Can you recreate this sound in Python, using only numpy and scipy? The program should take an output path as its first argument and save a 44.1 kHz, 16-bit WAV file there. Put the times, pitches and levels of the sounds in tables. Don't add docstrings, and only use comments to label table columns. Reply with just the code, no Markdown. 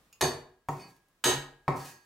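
import sys
import numpy as np
from scipy import signal
from scipy.fft import rfft, irfft, next_fast_len
from scipy.io import wavfile
from scipy.ndimage import uniform_filter1d

SR = 44100
rng = np.random.default_rng(int(sys.argv[2]) if len(sys.argv) > 2 else 0)


def unload_audio(sound):
    columns = np.transpose(np.atleast_2d(sound))
    steps = np.round(np.clip(columns, -1, 1) * 32767)
    wavfile.write(sys.argv[1], SR, steps.astype(np.int16))


N = 90405


def amp(db):
    return 10 ** (np.asarray(db) / 20)


def unit(x):
    return x / np.sqrt(np.mean(x ** 2) + 1e-20)


def along(points, hz):
    f, v = np.transpose(points)
    return np.interp(np.log(hz + 1), np.log(f + 1), v)


def filtered(x, response):
    size = next_fast_len(x.shape[-1] + 8192)
    return irfft(rfft(x, size) * response(np.fft.rfftfreq(size, 1 / SR)), size)[..., :x.shape[-1]]


def grit(spectrum, size, grains_per_s=20000, spread_db=3):
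    grains = rng.standard_normal(size) * amp(spread_db * rng.standard_normal(size))
    sparse = grains * (rng.random(size) < grains_per_s / SR)
    return unit(filtered(sparse, lambda hz: amp(along(spectrum, hz))))


def stereo(noise, likeness):
    turn = lambda hz: np.arccos(np.clip(along(likeness, hz), -1, 1)) / 2
    mid, side = filtered(noise, lambda hz: np.array([np.cos(turn(hz)), np.sin(turn(hz))]))
    return np.array([mid + side, mid - side])


def ring(hz, t60, db, t, rise_s):
    hz, t60, db = (np.asarray(v, float)[:, None] for v in (hz, t60, db))
    return (amp(db - 60 * t / t60) * np.sin(2 * np.pi * hz * t)).sum(0) * (1 - np.exp(-t / rise_s))


def click(db, t60, t):
    thin = filtered(rng.standard_normal(len(t)), lambda hz: 1j * hz / (2000 + 1j * hz))
    return amp(db - 60 * t / t60) * thin


# (frequency [Hz], relative density [dB])
HUSH_SPECTRUM = [(15, -41), (25, -8), (270, -15.5), (405, -18.5), (887, -19.5), (1040, -18), (1480, -23),
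                 (2000, -23), (2350, -25), (16000, -34)]
# (frequency [Hz], left-right likeness [0-1])
HUSH_LIKENESS = [(60, 0.85), (380, 0.99), (2380, 0.17), (15000, 0.21)]
# (time [s], level [dB])
HUSH_LEVEL = [(0, -66.5), (.19, -70.5), (.6, -76), (1.202, -73), (2.05, -73)]


def kitchen_hush():
    noise = filtered(rng.standard_normal((2, N)), lambda hz: amp(along(HUSH_SPECTRUM, hz)))
    level_db = np.interp(np.arange(N) / SR, *np.transpose(HUSH_LEVEL))
    return unit(stereo(noise, HUSH_LIKENESS)) * amp(level_db)


# (frequency [Hz], t60 [s])
ROOM_DECAY = [(60, 0.42), (250, 0.44), (1000, 0.47), (4000, 0.37), (10000, 0.3), (16000, 0.31)]
# (frequency [Hz], left-right likeness [0-1])
ROOM_LIKENESS = [(100, 1), (300, 0.94), (1000, 0.64), (4000, 0.2), (12000, 0.13)]
ROOM_DB, ROOM_GAP_S, BLADE_SEND_DB = -2, 0.0036, -12


def in_kitchen(x, start_s, close=0):
    hz, t, spectra = signal.stft(rng.standard_normal((2, SR * 2 // 3)), SR, nperseg=256)
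    decay = amp(-60 * t / along(ROOM_DECAY, hz)[:, None])
    tail = stereo(signal.istft(spectra * decay, SR, nperseg=256)[1], ROOM_LIKENESS)
    tail = np.pad(tail / np.linalg.norm(tail[0]), ((0, 0), (int(ROOM_GAP_S * SR), 0)))
    at_mic = amp(ROOM_DB) * signal.fftconvolve(x[None], tail, axes=1)
    at_mic[:, :len(x)] += x + close
    return np.pad(at_mic, ((0, 0), (round(start_s * SR), N)))[:, :N]


# (frequency [Hz], t60 [s], relative level [dB])
HANDLE_MODES = [(2510, .04, -4), (2750, .04, -4), (4660, .04, -8), (5120, .05, -9), (6690, .06, 0),
                (7450, .04, -12)]
# (time [s], click level [dB], ring level [dB])
RATTLES = [(0.1273, -50, -53), (0.131, -57.5, -60.5)]


def handle_rattles():
    out, t = np.zeros(N + SR), np.arange(SR // 5) / SR
    for s, click_db, ring_db in RATTLES:
        handle = amp(ring_db) * ring(*np.transpose(HANDLE_MODES), t, rise_s=0.00042)
        out[round(s * SR):][:len(t)] += click(click_db, 0.017, t) + handle
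    return out[:N]


# (time [s], rough peak level [dB], t60 [s])
SKIN_TICKS = [(0.7126, -48.5, 0.013), (0.7694, -48.5, 0.015), (0.9644, -56.5, 0.021), (1.085, -59.5, 0.015),
              (1.7629, -43.5, 0.015)]


def skin_ticks(crest_db=6.5):
    out, t = np.zeros(N + SR), np.arange(SR // 5) / SR
    for s, db, t60 in SKIN_TICKS:
        out[round(s * SR):][:len(t)] += click(db - crest_db, t60, t)
    return out[:N]


# (frequency [Hz], t60 [s])
BLADE_MODES = [(1642, 2), (1870, .5), (2505, .3), (2972, .4), (3558, .28), (4517, .48), (5152, .4),
               (5845, .25), (6371, .4), (6764, .27), (8600, .27), (9230, .25), (10990, .2), (11900, .25)]
# (time [s], level [dB], share of the free ring time [0-1])
CATCHES = [(.795, -50.5, .4), (1.857, -50.5, .4)]
CATCH_MODE_DB = [
    [-32.5, -10.5, 0.5, -20, -19, -5, -20, -18, -12, -27, -24, -20, -24, -26],
    [-3, -16, -1.5, -26, -24, -12, -20, -21, -14, -22, -22, -22, -24, -22],
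]


def edge_catches():
    out, t = 0, np.arange(SR // 3) / SR
    hz, t60 = np.transpose(BLADE_MODES)
    fade = np.clip((t[-1] - t) * 20, 0, 1)
    for (s, db, share), mode_db in zip(CATCHES, CATCH_MODE_DB):
        ping = amp(db) * ring(hz, t60 * share, mode_db, t, rise_s=0.0013)
        out += in_kitchen(ping * fade, s)
    return out


# (time [s], hiss level [dB], blade drive [dB], wood rumble level [dB])
SCRAPES = [
    [(0.7, -60.5, -72.5, -59), (0.72, -62.5, -85, -62), (0.738, -64.5, -82, -66),
     (0.816, -63, -51.5, -54.5), (0.842, -70, -68.5, -58.5), (0.902, -66, -92, -68),
     (0.932, -79.5, -79, -79), (0.968, -73.5, -93, -84), (0.996, -91.5, -99, -81), (1.02, -94.5, -114, -83)],
    [(1.7, -59.5, -64, -50), (1.736, -73, -60, -48.5), (1.77, -52.5, -70, -59), (1.782, -55, -58, -72),
     (1.806, -53, -52, -77), (1.842, -55.5, -77, -64), (1.852, -49, -81, -63), (1.92, -57.5, -59.5, -72),
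     (1.98, -85.5, -73, -82), (2.05, -75.5, -75, -90)],
]
# (frequency [Hz], relative density [dB])
HISS_SPECTRUM = [(880, -25), (1500, -11), (1670, -2.5), (2040, -12.5), (2410, -10.5), (3770, -11),
                 (6180, -8.5), (16000, -17.5)]
# (frequency [Hz], relative density [dB])
RUMBLE_SPECTRUM = [(47, -33), (80, -5), (390, 0.5), (484, -8.5), (1870, -23.5), (2040, -13), (2500, -13),
                   (3250, -52), (5500, -120)]
SCRAPE_MODE_DB = [
    [-16.5, -10, -5, -12, -9, 2.5, -4.5, -16, -4.5, -27, -11, -25, -18, -22],
    [-5.5, -2, -12, -24, -14, -1.5, -8.5, -18, -6, -19.5, -14, -21, -21, -15],
]
SCRAPE_RING_SHARE = [0.48, 0.52]


def edge_scrapes():
    out, t = 0, np.arange(SR // 2) / SR
    hz, t60 = np.transpose(BLADE_MODES)
    onset = np.minimum(t / 0.0033, 1)
    for stroke, share, mode_db in zip(SCRAPES, SCRAPE_RING_SHARE, SCRAPE_MODE_DB):
        times, hiss_db, drive_db, rumble_db = np.transpose(stroke)
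        envelope = lambda db: amp(np.interp(t + times[0], times, db, right=-140)) * onset
        drive = envelope(drive_db) * rng.standard_normal(len(t))
        hiss = envelope(hiss_db) * grit(HISS_SPECTRUM, len(t))
        rumble = envelope(rumble_db) * grit(RUMBLE_SPECTRUM, len(t))
        steel = ring(hz, t60 * share, mode_db, t, rise_s=0.00035)
        song = signal.fftconvolve(drive, steel / np.linalg.norm(steel))[:len(t)]
        out += in_kitchen(hiss + rumble + amp(BLADE_SEND_DB) * song, times[0], close=song)
    return out


# (frequency [Hz], t60 [s], gain under a slap [dB], gain under a knock [dB])
BOARD_MODES = [(95, 0.19, -15.5, -38.5), (142.4, 0.11, -2, -2.5), (278, 0.052, -3.5, -3.5),
               (368.7, 0.11, -0.5, -7.5), (462, 0.066, -4.5, -8), (621.7, 0.052, -1.5, -4),
               (797.4, 0.026, 6, 9.5), (938.4, 0.027, 0, 8), (1034.3, 0.013, -1.5, 17),
               (1269, 0.039, -5, 0.5), (1864, 0.026, -1.5, 0), (2220, 0.0066, 1, 14)]
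# (time [s], board [dB], dull smack [dB], contact cut-off [Hz], click [dB], handle [dB])
KNOCKS = [(0.6866, -24.5, -28.5, 1667, -43.5, -43), (1.6798, -18, -23.5, 2780, -60, -61)]


def edge_knocks():
    out, t = 0, np.arange(SR // 2) / SR
    hz, t60, _, mode_db = np.transpose(BOARD_MODES)
    for s, board_db, smack_db, cutoff_hz, click_db, handle_db in KNOCKS:
        wood = ring(hz, t60, mode_db + board_db, t, rise_s=0.0029)
        smack = amp(smack_db - 60 * t / 0.038) * rng.standard_normal(len(t))
        dull = filtered(wood + smack, lambda f: 1 / (1 + 1j * f / cutoff_hz) ** 2)
        handle = amp(handle_db) * ring(*np.transpose(HANDLE_MODES), t, rise_s=0.004)
        out += in_kitchen(dull + click(click_db, 0.024, t) + handle, s)
    return out


SLAP_MODE_DB = [
    [-40, -12, -14, -22.5, -8, -1, -15.5, -34, 0.0087, -17, -24.5, -31, -15, -24.5],
    [-42, -9, -18, -11.5, -20, -20, -21, -23, 0, -26.5, -9.5, -30.5, -12.5, -33.5],
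]
SLAP_RING_SHARE = [0.77, 0.75]
CHOKE_AT_S, CHOKE_DB, CHOKE_S, CHOKE_ABOVE_HZ = [0.34, 1.342], [4, 14], 0.02, 5500


def slapped_blade(k, since_landing, scene_time):
    hz, free_t60 = np.transpose(BLADE_MODES)
    t60 = free_t60 * np.where(hz < 1700, 1, SLAP_RING_SHARE[k])
    modes = np.array([hz, t60, SLAP_MODE_DB[k]])
    low = ring(*modes[:, hz < CHOKE_ABOVE_HZ], since_landing, rise_s=0.0011)
    high = ring(*modes[:, hz >= CHOKE_ABOVE_HZ], since_landing, rise_s=0.0011)
    choke = amp(-CHOKE_DB[k] * np.clip((scene_time - CHOKE_AT_S[k]) / CHOKE_S, 0, 1))
    return low + choke * high


BOARD_SHIFT_DB = [
    [0, 1, -0.5, 0.5, 0, -3.5, -0.5, -3, 0.003, 0.0026, 0, 0],
    [0, 2, 3, -4.5, 1.4, 1.5, 2, 0, 0.0057, 0.0082, 0, 0],
]
PRESS_RISE_S, PRESS_T60 = [0.0077, 0.035], [0.083, 0.092]


def slapped_board(k, t, since_landing, bass_db):
    hz, t60, mode_db, _ = np.transpose(BOARD_MODES)
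    envelope = (1 - np.exp(-since_landing / PRESS_RISE_S[k])) * amp(-60 * since_landing / PRESS_T60[k])
    press = envelope * rng.standard_normal(len(t))
    wood = ring(hz, t60, mode_db + BOARD_SHIFT_DB[k] + bass_db * (hz < 200), t, rise_s=0.003)
    return signal.fftconvolve(press / np.linalg.norm(press), wood)[:len(t)]


# (crack time [s], landing time [s], crush [dB], board [dB], counter [dB], blade [dB],
# shift of the board's bass [dB])
SLAPS = [(.2095, .2143, -14.5, -18, -59.5, -29.5, -4), (1.2395, 1.2432, -6, -13.5, -55.5, -19.5, -7)]
# (frequency [Hz], relative density [dB])
CRUSH_SPECTRA = [
    [(180, -41), (300, -8), (1560, -6), (1900, -5), (3190, -9.5), (3580, -8), (5520, -12.5), (11300, -15),
     (16000, -31)],
    [(180, -41.5), (300, -13.5), (1870, -5), (2170, -9.5), (2980, -3), (5800, -12.5), (6200, -8),
     (8500, -11), (16000, -23.5)],
]
CRUSH_RISE_S, CRUSH_T60, LANDING_DB, LANDING_T60 = 0.003, 0.047, -3, 0.0091
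COUNTER_HZ, COUNTER_T60 = [34, 47], [1.2, 1.0]


def cleaver_slaps():
    out, t = 0, np.arange(SR * 3 // 5) / SR
    fade = np.clip((t[-1] - t) * 10, 0, 1)
    for k, (crack_s, land_s, crush_db, board_db, counter_db, blade_db, bass_db) in enumerate(SLAPS):
        since_landing = np.maximum(t - (land_s - crack_s), 0)
        crack = (1 - np.exp(-t / CRUSH_RISE_S)) * amp(-60 * t / CRUSH_T60)
        landing = (since_landing > 0) * amp(LANDING_DB - 60 * since_landing / LANDING_T60)
        crush = amp(crush_db) * (crack + landing) * grit(CRUSH_SPECTRA[k], len(t))
        wood = amp(board_db) * slapped_board(k, t, since_landing, bass_db)
        steel = amp(blade_db) * slapped_blade(k, since_landing, t + crack_s)
        counter = ring(COUNTER_HZ, COUNTER_T60, [counter_db] * 2, since_landing, rise_s=0.06)
        into_room = crush + wood + amp(BLADE_SEND_DB) * steel
        out += in_kitchen(into_room, crack_s, close=(steel + counter) * fade)
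    return out


# (frequency [Hz], left over right [dB])
BALANCE = [(100, 0), (2000, 0.5), (8000, -2.5), (15000, -8)]


def scene():
    work = cleaver_slaps() + edge_knocks() + edge_scrapes()
    work += in_kitchen(skin_ticks() + handle_rattles(), 0) + edge_catches()
    placed = filtered(work, lambda hz: amp(along(BALANCE, hz) * np.array([[0.5], [-0.5]])))
    return placed + kitchen_hush()


LIMIT_DB, DETECTOR_S, RELEASE_DB_PER_S = -22, 0.004, 499.5
CEILING, TOP_HZ = 0.32, 15900


def record(dry):
    power = np.abs(uniform_filter1d((dry ** 2).mean(0), int(DETECTOR_S * SR)))
    over_db = np.maximum(10 * np.log10(power + 1e-12) - LIMIT_DB, 0)
    release = RELEASE_DB_PER_S * np.arange(N) / SR
    duck_db = np.maximum.accumulate(over_db + release) - release
    held = dry * amp(-uniform_filter1d(duck_db, size=45))
    rounded = held / (1 + (held / CEILING) ** 4) ** (1 / 4)
    return filtered(rounded, lambda hz: hz < TOP_HZ)


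dry = scene()
out = record(dry)
unload_audio(out)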